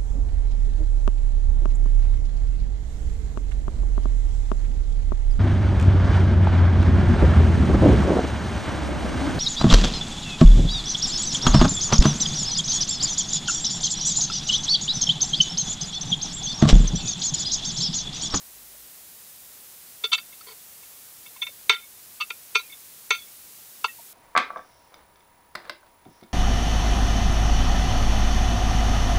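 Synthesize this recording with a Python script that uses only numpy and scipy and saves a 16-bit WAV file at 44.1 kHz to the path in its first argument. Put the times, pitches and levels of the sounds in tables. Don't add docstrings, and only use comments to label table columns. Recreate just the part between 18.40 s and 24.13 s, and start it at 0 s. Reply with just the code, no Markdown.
import sys
import numpy as np
from scipy import signal
from scipy.fft import rfft, irfft
from scipy.io import wavfile

SR = 44100
rng = np.random.default_rng(int(sys.argv[2]) if len(sys.argv) > 2 else 0)


def file_out(sig):
    cols = np.atleast_2d(sig).T
    lim = np.clip(cols, -1, 1)
    pcm = np.round(lim * 32767).astype(np.int16)
    wavfile.write(sys.argv[1], SR, pcm)


N = 252693

# one edge in Hz, low to high.
REGISTERS = [320, 720, 1150, 1700, 2550, 2950, 4100, 4900, 9000]


def amp(db):
    return 10 ** (np.asarray(db) / 20)


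def unit(x):
    return x / np.sqrt(np.sum(x ** 2) + 1e-20)


def read(points, hz):
    point_hz, value = np.transpose(points)
    return np.interp(np.log(hz + 1), np.log(point_hz + 1), value)


def add(mix, start_s, sound):
    part = mix[round(start_s * SR):][:len(sound)]
    part += sound[:len(part)]


def cutlery(bass_hz=320, slip_count=4):
    # start in seconds, level in dB, skid before full contact in seconds,
    # ring length factor, favoured mode in Hz, rise of that mode's register in dB.
    knock_rows = [(3.2941, -16, 0.00029, 0.68, 3604, 4.5), (3.901, -35, .003, 0.47, 2430, 0.5),
                  (4.1457, -20.5, 0.0096, 0.76, 2430, 0), (4.704, -21, 0.0015, 1, 6195, 3)]
    # start in seconds, level in dB, skid in seconds,
    # drag after contact in seconds, ring length factor, favoured mode in Hz, rise of its register in dB,
    # centre of the range that stands out in Hz, its rise in dB, change of the lowest register in dB.
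    glance_rows = [(1.6347, -29, 0.0037, 0.0046, 0.66, 3543, 10.5, 1400, 1.5, -10),
                   (1.716, -32.5, .002, 0.0044, 0.44, 3543, 9, 1130, 4.5, -45),
                   (1.725, -21.5, .0055, 0.0077, 0.19, 1300, 1.5, 3100, 15.5, -50),
                   (1.74, -33, 0.0053, 0.0031, 0.27, 7080, 6.5, 3500, 11.5, -35),
                   (1.7763, -36, 0.00083, 0.0079, 0.33, 4627, 2.5, 2100, 4.5, -40),
                   (2.007, -50.5, .003, 0.0037, 0.28, 1300, 9, 4500, 7, -20),
                   (3.798, -39.5, .003, 0.0056, 0.39, 1230, 7, 900, 7, -30),
                   (3.804, -29.5, .0035, 0.0055, 0.57, 1230, 5, 2800, 11, -45),
                   (5.441, -28, 0.00124, 0.0037, 0.43, 2662, 9.5, 1090, 21, -17)]
    # start in seconds, level in dB, skid in seconds,
    # favoured mode in Hz, rise of that mode's register in dB.
    graze_rows = [(1.922, -44, .003, 2150, -2.5), (2.426, -50, .0015, 2217, -1.5),
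                  (2.858, -43, .0026, 2217, -1.5), (2.959, -47.5, .002, 1047, 7.5),
                  (3.0135, -28, 0.0097, 3543, 9), (3.061, -32.5, .005, 3604, 2.5),
                  (3.412, -50, .014, 2217, 5), (4.19, -39.5, 0.00204, 3915, 3.5),
                  (4.293, -49.5, .006, 2217, 7), (4.318, -41.5, .006, 3543, 5),
                  (4.743, -34.5, .004, 1385, 6), (4.775, -57, .006, 3415, 18), (4.812, -55, .006, 3415, 14),
                  (4.867, -49, .0063, 2217, -2.5), (5.475, -43.5, 0.0054, 1885, 6),
                  (5.478, -55, .008, 2662, 22)]
    mix = np.zeros(N)
    for play, rows in (knock, knock_rows), (glance, glance_rows), (graze, graze_rows):
        for start_s, *settings in rows:
            add(mix, start_s, play(*settings))

    scrape_s, slip_every_s = 2.063, .016
    scrape_db, fade_db_per_slip = -50, -1.16
    for k in range(slip_count):
        add(mix, scrape_s + k * slip_every_s, slip(scrape_db + k * fade_db_per_slip))
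    return signal.sosfilt(signal.butter(2, bass_hz, "highpass", fs=SR, output="sos"), mix)


def knock(db, skid_s, length, favoured_hz, lift_db):
    # level in dB of one register, low to high.
    knock_colour = [-15.5, -11.5, -4.5, 1, -4.5, -3, -10, -11.5]
    drag_s = 0.00093
    return touch(db + np.array(knock_colour), skid_s, drag_s, length, favoured_hz, lift_db,
                 clatter_db=-8.5, clatter_t60_s=0.028)


def glance(db, skid_s, drag_s, length, favoured_hz, lift_db, peak_hz, peak_db, thud_db):
    # level in dB of one register, low to high.
    glance_colour = [0, -15.5, -9, -7.5, -7.5, -4.5, -6, -12]
    peak_width_hz = 280
    centres_hz = np.sqrt(np.multiply(REGISTERS[:-1], REGISTERS[1:]))
    peak = np.exp(-.5 * ((centres_hz - peak_hz) / peak_width_hz) ** 2)
    levels_db = db + np.array(glance_colour) + peak_db * peak
    levels_db[0] += thud_db
    return touch(levels_db, skid_s, drag_s, length, favoured_hz, lift_db, clatter_db=-5)


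def graze(db, skid_s, favoured_hz, lift_db):
    # level in dB of one register, low to high.
    graze_colour = [-28, -18.5, -18, -5, -10.5, -6.5, -20.5, -16]
    gentle_s = 0.0034
    drag_s = 0.0031
    length = .85 * amp(0.19 * (-44 - db))
    levels_db = db + np.array(graze_colour) * min(skid_s / gentle_s, 1)
    return touch(levels_db, skid_s, drag_s, length, favoured_hz, lift_db, clatter_db=-5.5)


def slip(db):
    # level in dB of one register, low to high.
    scrape_colour = [0, -2, -2, 0.5, -13, 0.5, -2.5, -16]
    return touch(db + np.array(scrape_colour), skid_s=.002, drag_s=0.014, length=.4,
                 favoured_hz=4390, lift_db=4, clatter_db=5)


def touch(levels_db, skid_s, drag_s, length, favoured_hz, lift_db, clatter_db, clatter_t60_s=0.11):
    edges_hz = np.array(REGISTERS)
    favoured = (edges_hz[:-1] <= favoured_hz) & (favoured_hz < edges_hz[1:])
    clatter_db_per_doubling = -1.5
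    clatter_db = clatter_db + clatter_db_per_doubling * np.log2(skid_s / .001)
    favoured_db = 7.5 + 0.75 * lift_db
    return clink(skid_s, drag_s, length, clatter_db, favoured_hz, levels_db + lift_db * favoured,
                 favoured_db, clatter_t60_s)


def clink(skid_s, drag_s, length, clatter_db, favoured_hz, levels_db, favoured_db, clatter_t60_s,
          stick_per_s=700, clatter_db_per_octave=4, clatter_top_hz=5800, tick_db=-19.5):
    # frequency in Hz, relative level in dB,
    # decay by 60 dB in seconds before the ring length factor.
    mode_rows = [(436, 0, .09), (880, -8, .04), (998, 0, .06), (1047, -2, .06), (1230, -9, .07),
                 (1300, -11, .07), (1385, 0, .15), (1885, -19, .14), (2150, -10, .11), (2215, 0, .125),
                 (2430, -8, .1), (2485, -11, .11), (2630, -9, .13), (2662, 0, .11), (3040, -7, .1),
                 (3115, -10, .1), (3178, -10, .12), (3270, -11, .1), (3415, -6, .11), (3543, 0, .12),
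                 (3604, -2, .16), (3690, -11, .08), (3790, -12, .07), (3915, -8, .16), (4300, -11, .12),
                 (4390, -7, .09), (4447, 0, .11), (4627, -2, .16), (5350, -10, .12), (5457, -6, .18),
                 (5672, -7, .17), (5795, -7, .12), (6195, 0, .16), (6312, -9, .18), (7085, -15, .14),
                 (8300, -14, .1), (8549, -12, .11)]
    t = np.arange(SR // 4) / SR
    press, force = contact(t, skid_s, drag_s, length)
    sound = amp(max(levels_db) + clatter_db + tick_db) * unit(np.diff(force, prepend=0))

    antinode_hz = min((hz for hz, _, _ in mode_rows), key=lambda hz: abs(hz - favoured_hz))
    dull = signal.butter(2, clatter_top_hz, fs=SR, output="sos")
    for low, high, level_db in zip(REGISTERS, REGISTERS[1:], levels_db):
        ring = np.zeros(len(t))
        for hz, db, t60_s in mode_rows:
            if low <= hz < high:
                decay = amp(-60 * t / (t60_s * length))
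                mode = np.sin(2 * np.pi * (hz * t + rng.random())) * decay
                squeak = stick_per_s / SR * press * np.cos(2 * np.pi * hz * (t - skid_s))
                rung = signal.fftconvolve(force + squeak, mode)[:len(t)]
                ring += amp(favoured_db if hz == antinode_hz else db) * unit(rung)

        dense_decay = amp(-60 * t / (clatter_t60_s * length))
        dense = signal.sosfilt(dull, rng.standard_normal(len(t)) * dense_decay)
        band = signal.butter(N=3, Wn=[low, high], btype="bandpass", fs=SR, output="sos")
        clatter = unit(signal.sosfilt(band, signal.fftconvolve(force, dense)[:len(t)]))
        clatter *= amp(clatter_db + clatter_db_per_octave * np.log2(low / 2000))
        sound += amp(level_db) * unit(signal.sosfilt(band, unit(ring) + clatter))
    return sound * np.sqrt(.02 * SR)


def contact(t, skid_s, drag_s, length, chatter_per_s=3200, firm=0.27, buzz_db=-23, buzz_s=0.041):
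    slips = rng.standard_normal(len(t)) * (rng.random(len(t)) < chatter_per_s / SR)
    landing = np.minimum(t / skid_s, 1)
    after = np.maximum(t - skid_s, 0)
    press = landing * np.exp(-after / drag_s)
    buzz = amp(buzz_db) * landing * np.exp(-after / (buzz_s * length))
    force = unit(slips * (press + buzz))
    force[round(skid_s * SR)] += firm
    return press, force


def taps(onset_s=0.0019):
    # start in seconds, level in dB, frequency in Hz, decay by 60 dB in seconds.
    tap_rows = [(.345, -47.5, 613, 0.031), (3.088, -44.5, 570, 0.032), (5.585, -44.5, 930, 0.11),
                (5.593, -45, 686, 0.039)]
    mix, t = np.zeros(N), np.arange(SR // 8) / SR
    for start_s, db, hz, t60_s in tap_rows:
        shape = (1 - np.exp(-t / onset_s)) ** 2 * amp(-60 * t / t60_s)
        add(mix, start_s, amp(db) * shape / shape.max() * np.sin(2 * np.pi * hz * t))
    return mix


def room(x):
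    # frequency in Hz, decay by 60 dB in seconds.
    room_decay = [(300, 0.58), (1200, 0.21), (2300, 0.39), (3600, 0.34), (8000, 0.042)]
    wet_db, build_s = -27, .008
    hz, t, z = signal.stft(rng.standard_normal(SR // 2), SR, nperseg=256)
    decay = amp(-60 * t / read(room_decay, hz)[:, None])
    build_up = 1 - np.exp(-t / build_s)
    tail = signal.istft(z * decay * build_up, SR, nperseg=256)[1]
    return amp(wet_db) * signal.fftconvolve(x, unit(tail))[:N]


def suppress(x, threshold_db=-62, size=512):
    overlap = size * 3 // 4
    z = signal.stft(x, SR, nperseg=size, noverlap=overlap)[2]
    power = abs(z) ** 2
    kept = z * power / (power + amp(threshold_db) ** 2)
    return signal.istft(kept, SR, nperseg=size, noverlap=overlap)[1][:N]


def hiss(level_db=-44, rumble_cut_hz=49):
    # frequency in Hz, relative density in dB per Hz.
    hiss_colour = [(26, -51), (45, -5), (85, -6.5), (200, -6.5), (237, -7), (326, -8.5), (572, -7),
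                   (631, -8), (748, -7.5), (1410, -8.5), (2600, -8), (5550, -5.5), (11600, -1.5),
                   (15500, -0.5)]
    hz = np.fft.rfftfreq(N, 1 / SR)
    rumble_cut = hz ** 2 / np.hypot(hz ** 2, rumble_cut_hz ** 2)
    colour = amp(read(hiss_colour, hz)) * rumble_cut
    noise = irfft(rfft(rng.standard_normal(N)) * colour, N)
    return amp(level_db) * np.sqrt(N) * unit(noise)


def hum(hum_hz=52.6):
    # time in seconds, RMS level in dB.
    hum_course = [(0, -79), (.14, -73), (.19, -67), (.43, -68), (.56, -88)]
    t = np.arange(N) / SR
    level_db = np.interp(t, *np.transpose(hum_course))
    return np.sqrt(2) * amp(level_db) * np.sin(2 * np.pi * hum_hz * t)


def scene():
    table = cutlery() + taps()
    mono = suppress(table + room(table)) + hiss() + hum()
    return np.array([mono, mono])


def record(dry, limit_db=-11, recover_db_per_s=6, ceiling=.76, edge_hz=15680):
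    power = signal.lfilter([1 / 128], [1, 1 / 128 - 1], dry[0] ** 2)
    power_db = 10 * np.log10(power + 1e-12)
    fall_db = np.arange(N) * recover_db_per_s / SR
    held_db = np.maximum.accumulate(power_db + fall_db) - fall_db
    over_db = np.maximum(held_db - limit_db, 0)
    limited = np.clip(dry * amp(-over_db), -ceiling, ceiling)
    band_limit = signal.firwin(1023, edge_hz, window=("kaiser", 9), fs=SR)
    return signal.oaconvolve(limited, band_limit[None], "same")


dry = scene()
out = record(dry)
file_out(out)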